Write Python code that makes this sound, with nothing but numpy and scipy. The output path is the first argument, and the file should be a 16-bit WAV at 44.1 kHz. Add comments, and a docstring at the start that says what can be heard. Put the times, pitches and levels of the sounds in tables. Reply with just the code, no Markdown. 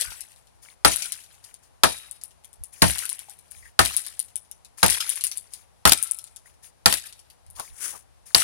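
"""First comes the dying rattle of a chop struck just before the start, then eight more hatchet blows.
Each blow is a burst of noise for crushed fibres, plus decaying tones for the ringing trunk and roots.
Splits crack, the dry crown rattles in clumps of noise and tiny tones, and twigs and chips tick and clack.
Filtered noise makes the rustling clothes, the boot in the snow, the hand on the phone and the winter air.
Bare trunks return a thin echo, and the two microphone ports overload softly on the loud parts."""
import sys
import numpy as np
from scipy import signal
from scipy.fft import rfft, irfft, next_fast_len
from scipy.io import wavfile

SR = 44100
rng = np.random.default_rng(int(sys.argv[2]) if len(sys.argv) > 2 else 0)


def wrap_up_sound(samples):
    """Save the sound to the file named by the first command line argument, as 16-bit audio."""
    columns = np.atleast_2d(samples).T
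    # keep every value between -1 and 1, then stretch to whole-number steps
    tamed = np.clip(columns, -1, 1)
    steps = np.round(tamed * 32767).astype(np.int16)
    wavfile.write(sys.argv[1], SR, steps)


N = 371763  # samples in the scene

# Levels in the tables are relative: the functions that play them add their own overall levels.
# A t60 is the time a sound takes to fade by 60 dB.

# Hatchet blows, the first just before the start: start_s, bite_level_db, knock_level_db,
# whole_tree_heave_db, struck_slab_pitch_hz, crown_rattle_db, crown_rattle_t60_s
BLOWS = [(-.16, 0, -9, -44, 1340, -20, 0.71), (0.8481, -1.5, -11.5, -35, 1327, -26.5, 0.9),
         (1.8344, 0.5, -12, -36, 1321, -28, 0.52), (2.8198, -2.5, -13.5, -25.5, 908, -23, 0.83),
         (3.791, -1, -12, -32.5, 1289, -23.5, 0.7), (4.8296, -5, -14, -32.5, 899, -21, 0.97),
         (5.8527, -4, -12, -30.5, 1270, -20, 0.42), (6.8584, 5.5, -14, -38, 1349, -20.5, 0.42),
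         (8.3468, 5.5, -22.5, -40.5, 901, -21, 0.73)]
# Tone colour of the crushed fibres: frequency_hz, level_db_per_hz
BITE_SPECTRUM = [(100, -24), (500, -6), (1200, -5), (2400, -6), (4700, 8.5), (6500, -8.5), (10000, -10.5),
                 (16000, -16.5)]
# Tone colour of the dull thud: frequency_hz, level_db_per_hz
THUD_SPECTRUM = [(20, -22), (45, -10), (65, 1.5), (110, -1.5), (180, -12), (350, -29.5), (1200, -68)]
# The trunk bends as a whole: pitch_hz, level_db, t60_s
BENDING_MODES = [(167, -2.5, 0.16), (187.3, 0, .16), (271, -8.5, 0.2)]
# The root plate rocks in the ground: pitch_hz, t60_s
ROOTS = (66, .3)


def blows(bite_db=-2, knock_db=2, thud_db=5, bend_db=12.0, roots_db=0, bite_s=.0042, thud_t60=0.23):
    """The edge crushes fibres for a few milliseconds, then trunk and roots take the blow."""
    out, t = np.zeros((2, N)), clock(.5)
    roots_hz, roots_t60 = ROOTS
    for start, bite_level, knock_level, heave, slab_hz, _, _ in BLOWS:
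        crush_shape = (1 - fade(t, 0.0004)) * np.exp(-(t / bite_s) ** 2)
        bite = unit(colour(noise(len(t)), BITE_SPECTRUM)) * crush_shape
        add(out, start, undb(bite_level + bite_db) * bite)
        # the trunk's ring is slightly shorter than its free decay
        add(out, start, undb(knock_level + knock_db) * knock(.95, slab_hz))
        thud = unit(colour(noise(len(t)) * fade(t, thud_t60), THUD_SPECTRUM), size=SR // 20)
        ground = thud + rings(t, [(roots_hz, roots_db, roots_t60)], port_phase=2.0)
        bending = rings(t, BENDING_MODES)
        # the heavy parts take a moment to get moving
        slow_start = 1 - fade(t, 0.021)
        add(out, start, undb(heave) * (undb(thud_db) * ground + undb(bend_db) * bending) * slow_start)
    return out


# Clear tones of the trunk; knock() scales the t60: pitch_hz, level_db, free_t60_s
TRUNK_MODES = [(309, -15.5, 0.11), (382, -13.5, 0.071), (493, -13.5, 0.092), (661.6, -10.5, .16),
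               (803.7, -7.5, 0.083), (958, -10.5, 0.079), (1339, -6.5, 0.071), (1440, -15.5, 0.14),
               (1620, -10, 0.1), (1798, -8.5, 0.16), (2407, -21.5, 0.36), (2780, -24, 0.18),
               (3180, -24, 0.28), (3840, -24.5, 0.58), (4416, -15.5, 0.15)]
# Dense ring between those tones; knock() scales the t60: frequency_hz, level_db_per_hz, free_t60_s
WOOD_BANDS = [(120, -10.5, 0.11), (248, -5, 0.18), (450, -8.5, 0.17), (780, -2, 0.17), (1400, 3.5, .09),
              (2140, -4.5, .09), (4600, -17, 0.23), (7800, -13, 0.074), (15000, -20.5, 0.042)]


def knock(length, slab_hz, modes_db=2, slab_db=0, slab_t60=.09):
    """The trunk rings: clear tones over a dense, short wooden decay; length scales all but the slab."""
    t = clock(.5)
    hz, white = np.fft.rfftfreq(len(t), 1 / SR), rfft(noise(len(t)))
    log_centres = np.log(np.array(WOOD_BANDS)[:, 0])
    dense = 0
    # overlapping bands of noise, each with its own decay
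    for (_, db, t60), share in zip(WOOD_BANDS, np.eye(len(WOOD_BANDS))):
        band = np.interp(np.log(hz + 1), log_centres, share)
        band = band * hz / (hz + 150)  # less bass
        dense = dense + undb(db) * irfft(white * band) * fade(t, t60 * length)
    modes = [(pitch, db, t60 * length) for pitch, db, t60 in TRUNK_MODES]
    tones = rings(t, modes + [(slab_hz, slab_db, slab_t60)])
    return (unit(dense, size=SR // 50) + undb(modes_db) * tones) * (1 - fade(t, 0.0024))


def rings(t, modes, port_phase=1.97):
    """Decaying tones; every contact wakes them at a slightly different pitch and strength."""
    out = 0
    for hz, db, t60 in modes:
        detune, strength, phase = rng.standard_normal(3)
        cycles = hz * (1 + 0.0074 * detune) * t + phase
        angle = 2 * np.pi * cycles + np.array([[port_phase], [0]])
        out = out + undb(db + 2 * strength) * np.sin(angle) * fade(t, t60)
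    return out


# The cut splits along the grain: start_s, crack_level_db, knock_level_db
SPLITS = [(2.8396, -20.5, -19.5), (3.8512, -7.5, -61.5), (3.8585, -3, -35.5), (4.8623, -0.5, -29.5),
          (4.881, -5, -36.5), (5.874, 4, -14), (5.894, 3.5, -29.5), (5.9203, 17, -19.5), (5.9325, 4.5, -46),
          (6.9255, 0.5, -24), (6.9398, -3.5, -40)]
# Tone colour of a crack: frequency_hz, level_db_per_hz
SPLIT_SPECTRUM = [(150, -7), (700, -13), (2000, 0), (4000, 6), (7000, -3), (11000, -2.5), (16000, -8.5)]


def splits(crack_db=-9, knock_db=-4, crack_t60=0.018, slab_hz=1325):
    """Fibres let go with a sharp crack that knocks the trunk again."""
    out, t = np.zeros((2, N)), clock(.5)
    for start, crack_level, knock_level in SPLITS:
        crack = unit(colour(noise(len(t)), own_colour(SPLIT_SPECTRUM, 2.4)))
        crack = crack * fade(t, crack_t60) * left_right(0, -7)
        trunk = knock(.6, slab_hz)
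        add(out, start, undb(crack_level + crack_db) * crack + undb(knock_level + knock_db) * trunk)
    return out


# Tone colour of the rattling crown, also used for the echo: frequency_hz, level_db_per_hz
CROWN_SPECTRUM = [(200, -20), (600, -12.5), (1100, -10), (1600, -3), (2500, 1.5), (5000, -3), (8000, -1),
                  (11000, -2), (13000, -10), (16000, -12.5)]


def crown(rattle_db=-2.5, twig_db=-3, linger_db=-34, linger_t60=1.1, clump_db=3.0, clump_s=.025):
    """Each blow shakes the dry crown: crackle and tapping twigs come in clumps and die away."""
    out, t = np.zeros((2, N)), clock(1)
    for start, *_, db, t60 in BLOWS:
        crackling = crackle(len(t), rate=1300, spread_db=2.5, grain_t60=0.036)
        scrape = branches(len(t), CROWN_SPECTRUM) * crackling
        rattle = scrape * left_right(0, -2) + undb(twig_db) * twigs(len(t), count=300)
        turns = rng.uniform(-1, 1, size=100)
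        clumps = undb(clump_db * np.interp(t / clump_s, np.arange(len(turns)), turns))
        # a quick decay with a faint, longer tail under it
        shaking = (fade(t, t60) + undb(linger_db) * fade(t, linger_t60)) * (1 - fade(t, .015))
        add(out, start, undb(db + rattle_db) * rattle * clumps * shaking)
    return out


def branches(n, spectrum, count=4, colour_db=4.0, sway_db=5.5, sway_s=.03):
    """Several rough surfaces, each with its own colour, grow louder and softer as they sway; rms 1."""
    out = 0
    for _ in range(count):
        turns = rng.standard_normal(size=800)
        sway = np.interp(np.arange(n) / SR / sway_s, np.arange(len(turns)), turns)
        out = out + colour(noise(n) * undb(sway_db * sway), own_colour(spectrum, colour_db))
    return unit(out)


def twigs(n, count, low_hz=1600, high_hz=8500, spread_db=3):
    """Many twigs tap each other, each around its own pitch; higher ones ring shorter; rms 1."""
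    t = clock(.03)
    out = np.zeros((2, n + len(t)))
    for when, size, weight in rng.random((count, 3)):
        hz, i = low_hz * (high_hz / low_hz) ** size, int(when * n)
        tap = stick(t, hz, .02 * np.sqrt(low_hz / hz), scatter=.24)
        out[:, i:i + len(t)] += undb(-spread_db * np.log(weight + 0.025)) * tap
    return unit(out[:, :n])


def stick(t, hz, t60, scatter=.05):
    """A dry stick rings in a rough cluster of four tones, with different phases at each port."""
    phases = 2 * np.pi * rng.random((4, 2, 1))
    pitches = hz * (1 + scatter * rng.standard_normal(size=(4, 1, 1)))
    tones = np.sum(np.sin(2 * np.pi * pitches * t + phases), axis=0)
    return tones * fade(t, t60) * (1 - fade(t, 0.0023))


# The clearest ticks of twigs and chips: start_s, tick_peak_db, woody_body_db
TICKS = [(0.0112, -3, -32), (0.2075, -16, -47.5), (0.9191, -25.5, -32), (0.9607, -4.5, -40),
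         (1.022, -20, -34), (1.1215, -10.5, -38.5), (1.4413, -29, -53.5), (1.542, -26.5, -59),
         (2.112, -16.5, -59), (2.2367, -17.5, -55.5), (2.4456, -26, -56.5), (2.5305, -32, -65),
         (2.6369, -18, -57), (2.9073, -5, -50), (2.9836, -2.5, -34.5), (3.0545, -9.5, -49),
         (3.0928, -7.5, -42), (3.1289, -13.5, -54), (3.192, -16, -50), (3.2969, -18.5, -56.5),
         (3.3897, -31.5, -65.5), (3.5123, -22.5, -62), (3.9661, 3, -36.5), (4.065, -12.5, -43.5),
         (4.1933, -7.5, -41), (4.357, -10, -48), (4.5137, -20, -53.5), (4.648, -30.5, -55.5),
         (4.9, -0.5, -28.5), (5.005, -22, -28.5), (5.0931, -3.5, -34.5), (5.1572, -13, -49.5),
         (5.2098, -15.5, -39), (5.239, -1.5, -33.5), (5.2685, -9.5, -41), (5.3147, -21, -38.5),
         (5.3737, -11, -49), (5.5364, -18.5, -46), (6.0268, 0.5, -49), (6.1118, -3, -52),
         (6.1874, -15, -50), (6.2415, -28, -52.5), (6.3617, -26.5, -52), (7.5021, -28.5, -71),
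         (7.5977, -16, -44)]
# Tone colour of the hard contact: frequency_hz, level_db_per_hz
TICK_SPECTRUM = [(2000, -32), (5000, -14.5), (8000, 1), (10000, 5.5), (12500, -6.5), (16000, -15.5)]
# Tone colour of the woody body: frequency_hz, level_db_per_hz
TWIG_SPECTRUM = [(400, -23.5), (1200, -13.5), (2000, -5.5), (3200, 2), (6000, 3), (9000, -6.5),
                 (16000, -14)]


def ticks(tick_db=-6, body_db=5, bounce_s=0.0067, bounce_db=-6, tail_db=-24, tail_t60=0.18, contact_t60=.003):
    """A hard little contact, a weaker rebound just after it, and a short shiver of the twig."""
    out, t = np.zeros((2, N)), clock(0.27)
    for start, peak, body in TICKS + stray_ticks():
        since_bounce = t - bounce_s * rng.uniform(.8, 1.2)
        rebound = (since_bounce > 0) * fade(abs(since_bounce), contact_t60)
        contact = fade(t, contact_t60) + undb(bounce_db) * rebound
        grains = crackle(len(t), rate=500, spread_db=2.5, grain_t60=0.013)
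        shiver = undb(tail_db) * fade(t, tail_t60) * grains
        # rough bark catches in many tiny slips of equal strength
        slips = np.sign(noise(len(t)))
        tick = colour(slips * (contact + shiver), own_colour(TICK_SPECTRUM, 0.94))
        twig_shape = contact + 2 * shiver + 0.52 * fade(t, 0.098)
        twig = colour(noise(len(t)) * twig_shape, own_colour(TWIG_SPECTRUM, 4))
        add(out, start, undb(peak + tick_db) * tick / abs(tick).max() * left_right(0, -11))
        add(out, start, undb(body + body_db) * unit(twig, size=SR // 100) * left_right(0, -2))
    return out


def stray_ticks(count=5, scatter_db=4, settle_s=.7, settle_db_per_s=44.5, peak_db=-20.5, body_db=-40):
    """Chance contacts while the tree settles, tending weaker the later they come; rows like TICKS."""
    rows = []
    for start, *_ in BLOWS:
        for k, (when, hard, woody) in enumerate(rng.random((count, 3))):
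            late = settle_s * (k + when) / count
            drop = settle_db_per_s * late
            peak = peak_db - drop + scatter_db * (2 * hard - 1)
            body = body_db - drop + scatter_db * (2 * woody - 1)
            rows.append((start + late, peak, body))
    return rows


# Sticks and chips knock together: start_s, level_db, pitch_hz
CLACKS = [(0.043, -34.5, 1510), (0.079, -38, 1500), (0.126, -42.5, 1465), (1.018, -30.5, 2400),
          (1.052, -39, 1477), (3.033, -30.5, 1480), (3.285, -45.5, 793), (3.625, -46, 1990),
          (3.655, -43.5, 1850), (5.001, -30, 1360), (7.039, -43.5, 1648), (7.595, -39, 1082)]
# The axe head rings as it wrenches free: start_s, level_db, pitch_hz, t60_s
STEEL = [(5.932, -42, 1333, 0.77)]


def clacks(clack_db=-1, clack_t60=.125, stick_share=0.074, steel_width_hz=45):
    """Hollow notes of thicker sticks, and the wavering ring of the freed blade."""
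    out, t = np.zeros((2, N)), clock(0.47)
    for start, db, hz in CLACKS:
        add(out, start, undb(db + clack_db) * hollow(t, hz, clack_t60, stick_share * hz))
    for start, db, hz, t60 in STEEL:
        add(out, start, undb(db) * hollow(t, hz, t60, steel_width_hz))
    return out


def hollow(t, hz, t60, width_hz):
    """A resonance fed by rough rubbing: a narrow band of noise whose level wavers as it fades."""
    bins = np.fft.rfftfreq(len(t), 1 / SR)
    resonance = 1 / (1 + ((bins - hz) / width_hz) ** 2)
    band = irfft(rfft(noise(len(t))) * resonance, len(t))
    return unit(band) * fade(t, t60) * (1 - fade(t, 0.0092)) * left_right(0, -4)


# Jacket and brushwood rustle as the arm moves; length runs up to the release: start_s, length_s, level_db
RUSTLES = [(0.617, 0.092, -54), (1.426, 0.082, -58), (1.622, 0.03, -61.5), (2.72, 0.13, -54.5),
           (3.501, .18, -56.5), (4.772, 0.045, -44), (5.509, .1, -56), (6.448, 0.043, -56),
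           (6.622, 0.047, -52.5), (7.55, 0.13, -48), (8.254, 0.11, -54)]
# Tone colour of the cloth: frequency_hz, level_db_per_hz
CLOTH_SPECTRUM = [(100, -9), (400, -14.5), (800, -9), (1600, 1.5), (3500, -3.5), (6000, 5.5), (10000, -3.5),
                  (13000, -8.5), (16000, -5.5)]


def rustle(rustle_db=1, scrape_db=-5, attack_s=0.014, sag_db=-5, release_s=0.049):
    """Cloth and brushwood slide in dense small slips; each movement catches, eases and stops."""
    t, level = np.arange(N) / SR, 0
    for start, length, db in RUSTLES:
        corners = start + np.array([0, attack_s, length, length + release_s])
        level = level + undb(db) * np.interp(t, corners, [0, 1, undb(sag_db), 0])
    slips = branches(N, CLOTH_SPECTRUM, count=3, colour_db=5.5, sway_db=3.5)
    scrapes = undb(scrape_db) * twigs(N, count=1400)
    return undb(rustle_db) * level * (slips + scrapes) * left_right(2, -3)


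# A sleeve sweeps across the jacket: start_s, length_s, level_db
SWEEPS = [(7.69, 0.37, -41), (7.79, 0.11, -37.5), (7.85, 0.11, -44.5)]
# Tone colour of the sliding sleeve: frequency_hz, level_db_per_hz
SLEEVE_SPECTRUM = [(150, -22), (350, -5.5), (750, -10), (1500, 5), (3300, -1), (4200, -4.5), (6000, 5),
                   (8000, 2), (10000, 1), (13000, -8), (16000, -2)]
# A boot presses the snow: start_s, length_s, level_db
STEPS = [(7.552, 0.11, -43.5), (7.585, 0.03, -34), (7.91, .08, -45.5)]
# Tone colour of the pressed snow: frequency_hz, level_db_per_hz
SNOW_SPECTRUM = [(100, -8), (300, -12), (600, -5), (1100, 4), (1800, -15), (5000, -25)]
# Low bumps of the hand on the phone: start_s, length_s, level_db
BUMPS = [(.04, .1, -38.5), (2.57, 0.074, -43.5), (3.49, 0.26, -53), (7.38, 0.27, -51), (7.67, 0.1, -47)]
# Tone colour of the soft rumble of a bump: frequency_hz, level_db_per_hz
HANDLING_SPECTRUM = [(20, -5), (40, 1.5), (65, 8), (110, -7), (170, -20), (350, -36), (1200, -68)]


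def person():
    """Sliding clothes, a boot in the snow and the hand that holds the phone."""
    sleeve = presses(SWEEPS, SLEEVE_SPECTRUM) * left_right(0, -6)
    boot = presses(STEPS, SNOW_SPECTRUM)
    hand = presses(BUMPS, HANDLING_SPECTRUM)
    return rustle() + sleeve + boot + hand


def presses(table, spectrum):
    """Soft, grainy pushes: filtered crackling noise that swells and lets go."""
    level = np.zeros((1, N))
    for start, length, db in table:
        add(level, start, undb(db) * np.hanning(int(max(length, .01) * SR))[None])
    grains = noise(N) * crackle(N, rate=490, spread_db=1.0, grain_t60=0.049)
    return level * unit(colour(grains, spectrum))


def trees(x, echo_db=-27, echo_t60=0.6):
    """Bare trunks scatter a thin, grainy echo, made by convolving with fading bursts of noise."""
    t = clock(0.99)
    trunks = noise(len(t)) * crackle(len(t), rate=400, spread_db=4.5, grain_t60=0.0072)
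    scatter = colour(trunks * fade(t, echo_t60) * (1 - fade(t, 0.055)), CROWN_SPECTRUM)
    scatter = scatter / np.sqrt(np.sum(scatter ** 2) / 2)  # mean energy 1 per port
    return undb(echo_db) * signal.fftconvolve(x, scatter, axes=1)[:, :N]


# Tone colour of the still air: frequency_hz, level_db_per_hz
AIR_SPECTRUM = [(20, -23), (35, -12.5), (60, -1), (110, -8), (200, -18), (300, -22), (500, -19.5),
                (850, -14.5), (1400, -22), (3000, -27.5), (6000, -31), (10000, -38), (16000, -46.5)]


def woods(air_db=-60):
    """Quiet winter air with a far rumble: steady filtered noise."""
    return undb(air_db) * unit(colour(noise(N), AIR_SPECTRUM)) * left_right(0, -1)


def crackle(n, rate, spread_db, grain_t60):
    """Envelope of many tiny fractures of very unequal size, at a mean rate per second; rms 1."""
    sizes = undb(spread_db * np.minimum(rng.exponential(size=n), 4))
    fractures = sizes * (rng.random(n) < rate / SR)
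    # each fracture adds energy that drains away
    energy = signal.lfilter([1], [1, -fade(2 / SR, grain_t60)], fractures ** 2)
    return unit(np.sqrt(energy))


# Likeness of the two ports, with the bass largely in opposite phase: frequency_hz, correlation (-1 to 1)
LIKENESS = [(60, -.8), (250, -0.71), (600, -.45), (1400, 0.025), (3000, 0), (15000, -0.34)]


def noise(n):
    """White noise as the two ports share it, mixed from a common and an opposite part."""
    alike = np.clip(along(LIKENESS, np.fft.rfftfreq(n, 1 / SR)), -1, 1)
    mid, side = rfft(rng.standard_normal((2, n))) * np.sqrt([(1 + alike) / 2, (1 - alike) / 2])
    return irfft(np.array([mid + side, mid - side]), n)


def own_colour(points, spread_db):
    """No two contacts sound alike: a spectrum with random peaks and dips."""
    hz = np.geomspace(300, 16000, 36)
    return np.column_stack([hz, along(points, hz) + spread_db * rng.standard_normal(len(hz))])


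def colour(x, points, size=4096):
    """Causal filter with the given spectrum, built from the cepstrum of its log gain."""
    gain = undb(along(points, np.fft.rfftfreq(size, 1 / SR)))
    cepstrum = irfft(np.log(gain))
    # fold the second half onto the first so that the filter responds without delay
    cepstrum[1:size // 2] *= 2
    cepstrum[size // 2 + 1:] = 0
    response = irfft(np.exp(rfft(cepstrum)))
    return signal.fftconvolve(x, response[None], axes=1)[:, :x.shape[1]]


def along(points, hz):
    """Read the second column of a table on a log-frequency axis."""
    table = np.array(points, float)
    return np.interp(np.log(hz + 1), np.log(table[:, 0]), table[:, 1])


def undb(db):
    """Decibels to gain."""
    return 10 ** (np.asarray(db) / 20)


def left_right(left_db, right_db):
    """One gain for each port, from decibels."""
    return undb([[left_db], [right_db]])


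def unit(x, size=None):
    """Scale to rms 1, over all of it or over its first samples."""
    return x / np.sqrt(np.mean(x[..., :size] ** 2))


def fade(t, t60):
    """Exponential decay by 60 dB in t60 seconds."""
    return np.exp(-np.log(1000) * t / t60)


def clock(seconds):
    """Sample times of a short sound, rounded up to a length that transforms fast."""
    return np.arange(next_fast_len(int(seconds * SR))) / SR


def add(out, start, x):
    """Mix a sound in at its start in seconds, cutting off what lies outside the scene."""
    i = int(start * SR)
    x, i = x[:, max(-i, 0):], max(i, 0)
    out[:, i:i + x.shape[1]] += x[:, :max(N - i, 0)]


def scene():
    """Chopping and its echo, the shaken crown, the person and the still woods."""
    chopping = blows() + splits() + ticks() + clacks()
    return chopping + trees(chopping) + crown() + person() + woods()


# Tone colour of the left port: frequency_hz, gain_db
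LEFT_PORT = [(100, 2), (500, 4), (1200, 0.5), (3500, 0.5), (6500, 3), (8300, 6.5), (9800, 15.5), (11200, 9),
             (13000, 8), (16000, -1)]
# Tone colour of the right port: frequency_hz, gain_db
RIGHT_PORT = [(100, 1.5), (500, 1.5), (1200, -5.5), (3500, -1), (6500, 0.5), (8300, -2), (10000, -5),
              (12500, -5.5), (16000, -4.5)]


def record(dry, ceiling=0.83, top_hz=16200):
    """The left port is strong near 10 kHz, the right is dull; both overload softly, then lose the top."""
    ports = np.vstack([colour(dry[:1], LEFT_PORT), colour(dry[1:], RIGHT_PORT)])
    clipped = ceiling * np.tanh(ports / ceiling)
    low_pass = signal.ellip(10, .2, 70, top_hz, fs=SR, output="sos")
    return signal.sosfilt(low_pass, clipped)


dry = scene()
out = record(dry)
wrap_up_sound(out)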